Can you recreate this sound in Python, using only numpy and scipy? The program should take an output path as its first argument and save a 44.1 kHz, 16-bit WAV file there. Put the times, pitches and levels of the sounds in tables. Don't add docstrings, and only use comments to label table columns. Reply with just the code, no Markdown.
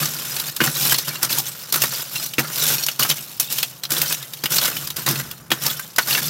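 import sys
import numpy as np
from scipy import signal
from scipy.fft import rfft, irfft, next_fast_len
from scipy.io import wavfile
from scipy.ndimage import uniform_filter1d

SR = 44100
rng = np.random.default_rng(int(sys.argv[2]) if len(sys.argv) > 2 else 0)


def store_pcm(level_fs):
    pcm = np.round(np.clip(level_fs, -1, 1) * 32767).astype(np.int16)
    wavfile.write(sys.argv[1], SR, np.atleast_2d(pcm).T)


N = 277590
HIT_SAMPLES = 8192
AGE = np.arange(HIT_SAMPLES) / SR


def from_db(db):
    return 10 ** (np.asarray(db) / 20)


def unit_power(x):
    return x / np.sqrt(np.mean(x ** 2) + 1e-20)


def unit_attack(x, attack_s=0.008):
    return x / np.sqrt(np.mean(x[:int(attack_s * SR)] ** 2) + 1e-20)


def steady(x, span_s):
    power = uniform_filter1d(x ** 2, max(int(span_s * SR), 2))
    return x / np.sqrt(np.maximum(power, 0) + 1e-12)


def add(track, start_s, sound):
    i = int(np.clip(start_s * SR, 0, N - 1))
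    track[i:i + len(sound)] += sound[:N - i]


def fade(fade_s, size=HIT_SAMPLES):
    return np.exp(-np.log(1000) * AGE[:size] / fade_s)


def noise(colour, size=HIT_SAMPLES):
    pitch_hz, level_db = np.transpose(colour)
    padded = next_fast_len(size, real=True)
    freq = np.maximum(np.fft.rfftfreq(padded, 1 / SR), 1)
    gain = from_db(np.interp(np.log(freq), np.log(pitch_hz), level_db))
    return unit_power(irfft(rfft(rng.standard_normal(padded)) * gain, padded)[:size])


def wander(turns_per_s):
    points = rng.standard_normal(N // 20)
    return np.interp(np.arange(N) / SR * turns_per_s, np.arange(len(points)), points)


def ring(force, notes):
    out = 0
    for k, (pitch_hz, level_db, fade_s) in enumerate(notes):
        decay = np.exp(-np.log(1000) / (fade_s * SR))
        turn = 2 * np.pi * pitch_hz / SR
        note = signal.lfilter([0, np.sin(turn)], [1, -2 * decay * np.cos(turn), decay ** 2], force + 1e-18)
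        out = out + (-1) ** k * from_db(level_db) * note
    return out


# pitch_hz, level_db
AIR_COLOUR = [(70, -34), (130, 10.5), (250, -4), (1500, -9.5), (4000, -31)]
RUMBLE_COLOUR = [(25, -10), (60, -6), (160, -3), (400, -46)]
# time_s, level_db
RUMBLE_LOUDNESS = [(0.7, -57), (1.3, -66), (4.3, -66), (4.8, -47.5), (5.4, -50), (6.29, -68)]


def outdoors(air_db=-47.5):
    rumble_db = np.interp(np.arange(N) / SR, *np.transpose(RUMBLE_LOUDNESS))
    return from_db(air_db) * noise(AIR_COLOUR, N) + from_db(rumble_db) * noise(RUMBLE_COLOUR, N)


# pitch_hz, level_db, fade_s
BOWL_NOTES = [(132.4, 0, 0.18), (152.3, 2.5, 0.18), (231.3, -6, 0.12), (332.5, -7, 0.079)]


def bowl_boom(boom_db):
    return from_db(boom_db) * steady(ring(rng.standard_normal(N), BOWL_NOTES), span_s=0.095)


# pitch_hz, level_db, fade_s
RAKE_NOTES = [(1590, -8, 0.15), (2720, 8.5, 0.06), (4380, -9, 0.22), (5800, 7, 0.07), (6100, 2, 0.24),
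              (6610, -17, 0.19), (13300, -3, 0.063)]


def rake_ring(coals, push_db, below_coals_db=22.0, muting=0.15):
    pressing_db = np.maximum(push_db - np.percentile(push_db, 30), 0)
    ringing = from_db(-muting * pressing_db) * ring(coals, RAKE_NOTES)
    return from_db(-below_coals_db) * np.std(coals) * unit_power(ringing)


def lump_ring(pitch_hz, fade_s, size, overtone_db=-10.0, spread=0.5):
    ratios = np.append(1, np.exp(spread * rng.uniform(-0.272, 1, size=4)))
    gains = np.append(1, from_db(overtone_db) * rng.standard_normal(size=4))
    pitches = np.minimum(pitch_hz * ratios, SR / 2)[:, None]
    decays = fade(fade_s / np.sqrt(ratios[:, None]), size)
    return gains @ (np.sin(2 * np.pi * pitches * AGE[:size]) * decays)


def snap(colour, fade_s, echo_db, echo_s, rise_s=0.00084):
    rise = 1 - np.exp(-AGE / rise_s)
    return unit_attack(noise(colour) * rise * (fade(fade_s) + from_db(echo_db) * fade(echo_s)))


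# pitch_hz, level_db
CLACK_COLOUR = [(100, -26), (400, -1), (1300, 5.5), (3500, 1), (6000, -1), (9000, -13), (16000, -3.5)]
CRACK_COLOUR = [(1500, -20.5), (5000, 1), (10000, -0.5), (13300, 5.5), (16000, 1)]


def lump_hit(ring_db, pitch_hz, crack_db, snap_s, ring_s, tone_db, focus_db, tilt_db, overtone_db, spread):
    freq = np.geomspace(100, 16000, num=40)
    clack_hz, clack_db = np.transpose(CLACK_COLOUR)
    octaves = np.log2(freq / pitch_hz)
    colour_db = np.interp(np.log(freq), np.log(clack_hz), clack_db)
    colour_db += focus_db * np.exp(-(octaves / 0.7) ** 2)
    colour_db += tilt_db * np.maximum(octaves, 0)
    clack = snap(np.c_[freq, colour_db], snap_s, echo_db=-5.5, echo_s=0.087)
    deadened_db = 0.25 * max(crack_db + 38, 0)
    tone = unit_attack(lump_ring(pitch_hz, ring_s, HIT_SAMPLES, overtone_db, spread))
    body = unit_attack(clack + from_db(tone_db - deadened_db) * tone)
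    crack = snap(CRACK_COLOUR, snap_s, echo_db=-15.0, echo_s=0.16)
    return from_db(ring_db) * body + from_db(crack_db) * crack


def tumble(level_db, centre_hz, fade_s, count, vary_db=4.0, spread=0.3, tick_db=-8):
    out = np.zeros(N)
    tick = from_db(tick_db) * unit_attack(noise(CLACK_COLOUR, size=2048) * fade(0.02, size=2048))
    landings = rng.random(count) * N
    sizes, pitches = np.clip(rng.standard_normal((2, count)), -2, 2)
    for landing, size, pitch in zip(landings, sizes, pitches):
        tone = unit_attack(lump_ring(centre_hz * np.exp(spread * pitch), fade_s, size=2048))
        add(out, landing / SR, from_db(level_db[int(landing)] + vary_db * size) * (tone + tick))
    return out


# start_s, level_db
CHATTER_TOUCHES = [(2.73, -26.5), (2.782, -25), (2.803, -42), (2.828, -26), (2.836, -21.5), (2.915, -31)]
# pitch_hz, level_db, fade_s
DENSE_LUMP_NOTES = [(4420, 1, .06), (5615, 3, 0.062), (6615, -7, 0.11)]


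def chatter():
    out = np.zeros(N)
    for start_s, level_db in CHATTER_TOUCHES:
        notes = [(hz, db + 3 * rng.standard_normal(), fade_s) for hz, db, fade_s in DENSE_LUMP_NOTES]
        tone = unit_attack(ring(signal.unit_impulse(HIT_SAMPLES), notes))
        tick = from_db(-0.5) * unit_attack(noise(GRIT_COLOUR) * fade(0.046))
        add(out, start_s, from_db(level_db) * (tone + tick))
    return out


def crunch(length_s):
    growth = np.linspace(0, 1, int(length_s * SR)) ** 2
    return from_db(2) * growth * noise(GRIT_COLOUR, size=len(growth))


# start_s, ring_db, pitch_hz, crack_db
LIGHT_HITS = [(0.057, -19.5, 5920, -26), (0.365, -22, 4420, -23), (0.399, -24, 4020, -22),
              (0.564, -27, 3730, -20), (0.944, -16, 4340, -21), (0.984, -17.5, 4290, -17),
              (1.156, -27.5, 2790, -40), (1.229, -17, 5550, -12.5), (1.248, -19.5, 5130, -22),
              (1.327, -19.5, 4140, -18), (1.384, -27, 4630, -13), (1.724, -21.5, 5480, -13.5),
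              (1.758, -28, 1400, -15), (1.819, -20, 2760, -11), (2.158, -23, 2750, -40),
              (2.261, -32, 5725, -23), (2.336, -28, 3040, -27.5), (2.864, -23.5, 5880, -16.5),
              (2.885, -17, 2920, -21), (2.994, -20.5, 4880, -16.5), (3.031, -18, 4720, -16),
              (3.1, -15, 3910, -23), (3.112, -16, 3140, -26), (3.398, -20.5, 6040, -10.5),
              (3.524, -32, 4460, -17), (3.584, -22, 3200, -19.5), (3.629, -16, 3400, -16.5),
              (3.835, -23, 4140, -26.5), (3.852, -24.5, 4010, -34), (3.905, -32, 6900, -20),
              (4.016, -20, 2630, -11), (4.1, -26, 7960, -26), (4.124, -22, 3430, -16.5),
              (4.227, -31.5, 3720, -34), (4.335, -29, 3770, -27), (4.457, -17, 2827, -20),
              (4.584, -12.5, 4300, -25), (4.614, -22.5, 3380, -21), (4.655, -20, 3870, -17),
              (4.767, -24.5, 3030, -24), (4.872, -28, 4900, -24), (4.903, -25.5, 3800, -25),
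              (4.966, -25.5, 4830, -23.5), (5.087, -19.5, 5030, -16), (5.157, -25, 2590, -27),
              (5.2, -27, 1590, -34), (5.312, -32, 3340, -27), (5.664, -16.5, 5380, -16),
              (5.795, -26.5, 1570, -25), (5.961, -28, 4950, -24), (6.108, -19, 2810, -19),
              (6.128, -17, 4300, -27), (6.15, -15, 2720, -27)]


def clinks(grit_db, crunch_s=0.012):
    out = np.zeros(N)
    for start_s, ring_db, pitch_hz, crack_db in LIGHT_HITS:
        crumble_s = start_s - crunch_s
        add(out, crumble_s, from_db(grit_db[max(int(crumble_s * SR), 0)]) * crunch(crunch_s))
        clink = lump_hit(ring_db, pitch_hz, crack_db, snap_s=0.023, ring_s=0.043, tone_db=3.0,
                         focus_db=10.0, tilt_db=1.5, overtone_db=-7, spread=1.0)
        add(out, start_s, clink)
    return out


# start_s, ring_db, pitch_hz, crack_db, thud_db
HEAVY_HITS = [(0.604, -12.5, 1567, -38, -24), (0.613, -15, 2140, -38, -19.5), (0.638, -18, 1430, -17, -34),
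              (0.674, -21.5, 1475, -32, -55), (0.921, -15.5, 1400, -12.5, -29.5),
              (1.741, -18, 3920, -16, -54), (1.837, -18, 1335, -15.5, -44), (2.382, -14.5, 2266, -30, -19),
              (2.392, -18, 1875, -17, -23.5), (2.994, -22, 1020, -40, -38), (3.008, -26, 1130, -32, -42),
              (3.049, -23.5, 1290, -40, -50), (3.918, -27, 5100, -15, -31), (4.437, -20, 5280, -20.5, -29),
              (5.063, -20.5, 3880, -17, -38), (5.077, -20.5, 950, -23, -38), (5.11, -27, 5200, -19, -33),
              (5.504, -24.5, 2500, -27, -34), (5.516, -11, 3000, -18.5, -23.5),
              (5.983, -8, 1508, -14.5, -42), (6.176, -20, 1620, -41, -46)]
# pitch_hz, level_db, fade_s
GRATE_NOTES = [(231.5, -0.5, 0.078), (329.5, 3, 0.086), (490, 2, 0.047)]


def knocks():
    out = np.zeros(N)
    for start_s, ring_db, pitch_hz, crack_db, thud_db in HEAVY_HITS:
        clack = lump_hit(ring_db, pitch_hz, crack_db, snap_s=0.034, ring_s=0.068, tone_db=0.5,
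                         focus_db=3.0, tilt_db=-1.0, overtone_db=-0.5, spread=0.35)
        blow = fade(0.0045)
        rattle = 0.066 * rng.standard_normal(HIT_SAMPLES) * fade(0.053)
        thud = from_db(thud_db) * unit_attack(ring(blow + rattle, GRATE_NOTES))
        add(out, start_s, clack + thud)
    return out


def tiny_breaks(colour, per_s, vary_db, snap_s, catch_db, places=5):
    breaking = rng.random(N) < per_s / SR
    level_db = vary_db * np.minimum(rng.exponential(1, N), 4) + catch_db * wander(110)
    cracks = breaking * from_db(level_db) * rng.choice([-1, 1], N)
    place = rng.integers(0, places, N)
    out = np.zeros(N)
    for k in range(places):
        sound = snap(colour, snap_s, echo_db=-17.5, echo_s=0.075)
        out += signal.oaconvolve(cracks * (place == k), sound)[:N]
    return steady(out, span_s=0.1)


# pitch_hz, level_db
GRIT_COLOUR = [(900, -11), (2000, -10), (3000, -1.5), (5400, -2), (7500, -5), (10000, -6.5), (13500, 1.5),
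               (16000, -8)]
GRIND_COLOUR = [(80, -53), (170, -7.5), (350, -3), (600, -0.5), (900, -7), (1500, 5), (2100, -6),
                (3000, -11), (6000, -15.5)]


def scrape(grit_db, grind_db):
    grit = tiny_breaks(GRIT_COLOUR, per_s=2000, vary_db=3.5, snap_s=0.011, catch_db=2.0)
    grind = tiny_breaks(GRIND_COLOUR, per_s=450, vary_db=3.5, snap_s=0.052, catch_db=3.0)
    crackle = tiny_breaks(CRACK_COLOUR, per_s=90, vary_db=4.5, snap_s=0.0062, catch_db=1.5)
    return from_db(grit_db - 1) * grit + from_db(grind_db - 1) * grind + from_db(grit_db - 9) * crackle


BITE_S, STEP_SAMPLES = 0.00068, 20


def shove(start_s, swell_s, hold_s, fade_s, swell_db=16.5, trickle_db=-6.5, settle_s=0.9):
    age = np.maximum(np.arange(0, N, STEP_SAMPLES) / SR - start_s, 0)
    bite = 1 - np.exp(-age / BITE_S)
    swell = from_db(-swell_db * np.maximum(1 - age / swell_s, 0))
    stopped_s = np.maximum(age - swell_s - hold_s, 0)
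    stop = from_db(-60 * stopped_s / fade_s)
    trickle = from_db(trickle_db - 60 * stopped_s / settle_s)
    return bite * swell * np.maximum(stop, trickle)


# start_s, swell_s, hold_s, grit_db, grind_db, boom_db
RAKE_PUSHES = [(0.0, 0.00062, 0.049, -21.5, -30, -29.5), (0.055, .02, 0.423, -28.5, -38, -42.5),
               (0.594, 0.056, 0.03, -19.5, -26.5, -28), (0.667, 0.17, 0.09, -17.5, -30, -32.5),
               (1.068, 0.0092, 0.019, -22.5, -27.5, -34), (1.206, 0.025, 0.016, -25, -26, -35.5),
               (1.274, 0.029, 0.1, -23.5, -35, -36), (1.434, 0.032, 0.029, -27, -42, -43),
               (1.531, 0.019, 0.16, -35.5, -45.5, -55), (1.722, 0.012, 0.046, -24, -28, -38),
               (1.791, 0.032, 0.0086, -19.5, -30, -30.5), (1.86, 0.038, 0.13, -26.5, -36.5, -58),
               (2.005, 0.16, 0.084, -27, -42, -42), (2.464, 0.17, .12, -18, -30, -35),
               (2.989, 0.01, 0.034, -17.5, -27.5, -34), (3.061, 0.026, 0.033, -21.5, -38, -35.5),
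               (3.142, 0.018, 0.22, -38, -57, -55), (3.397, 0.0058, 0.014, -22.5, -48, -44),
               (3.482, 0.027, 0.1, -26, -44.5, -43.5), (3.89, 0.018, 0.13, -23.5, -30.5, -36.5),
               (4.036, 0.027, 0.085, -25, -35, -41), (4.26, 0.027, 0.16, -40.5, -55, -57),
               (4.493, 0.024, 0.06, -18, -29, -35), (4.607, 0.021, 0.056, -20.5, -25, -40),
               (4.71, 0.036, .11, -30.5, -42, -39.5), (4.959, 0.0049, 0.073, -29.5, -35, -41.5),
               (5.05, 0.029, 0.048, -24, -27, -25.5), (5.138, 0.037, 0.039, -28.5, -32, -31),
               (5.594, 0.034, 0.088, -23.5, -34, -36), (5.99, 0.015, 0.025, -28, -37, -42),
               (6.047, 0.033, 0.12, -21, -30, -38), (6.188, 0.03, 0.063, -24.5, -36, -33)]


def raking(jolt_hold_s=0.019):
    jolts = [(start_s, BITE_S, jolt_hold_s, thud_db - 5, thud_db - 6, thud_db - 9.5)
             for start_s, *_, thud_db in HEAVY_HITS]
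    gains = 1e-6
    for start_s, swell_s, hold_s, grit_db, grind_db, boom_db in RAKE_PUSHES + jolts:
        slide = shove(start_s, swell_s, hold_s, fade_s=0.064)
        boom = shove(start_s, swell_s, hold_s, fade_s=0.3)
        movement = [from_db(grit_db) * slide, from_db(grind_db) * slide, from_db(boom_db) * boom]
        gains = np.maximum(gains, movement)
    return [np.interp(np.arange(N), np.arange(0, N, STEP_SAMPLES), 20 * np.log10(gain)) for gain in gains]


def scene():
    grit_db, grind_db, boom_db = raking()
    scraping = scrape(grit_db, grind_db)
    chips = tumble(grit_db - 9, centre_hz=5000, fade_s=0.06, count=600, spread=0.34, tick_db=-12)
    splinters = tumble(grit_db - 8, centre_hz=12700, fade_s=0.024, count=600,
                       vary_db=3, spread=0.12, tick_db=-12.5)
    chunks = tumble(grind_db - 6, centre_hz=1400, fade_s=0.098, count=170)
    coals = scraping + splinters + chips + chunks + clinks(grit_db) + knocks() + chatter()
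    return (coals + rake_ring(coals, grit_db) + bowl_boom(boom_db) + outdoors())[None]


def record(dry, low_cut_hz=55, high_cut_hz=15900):
    thin = signal.sosfilt(signal.butter(3, low_cut_hz, "high", fs=SR, output="sos"), dry)
    return signal.sosfilt(signal.ellip(12, 0.1, 90, high_cut_hz, fs=SR, output="sos"), np.tanh(thin))


dry = scene()
out = record(dry)
store_pcm(out)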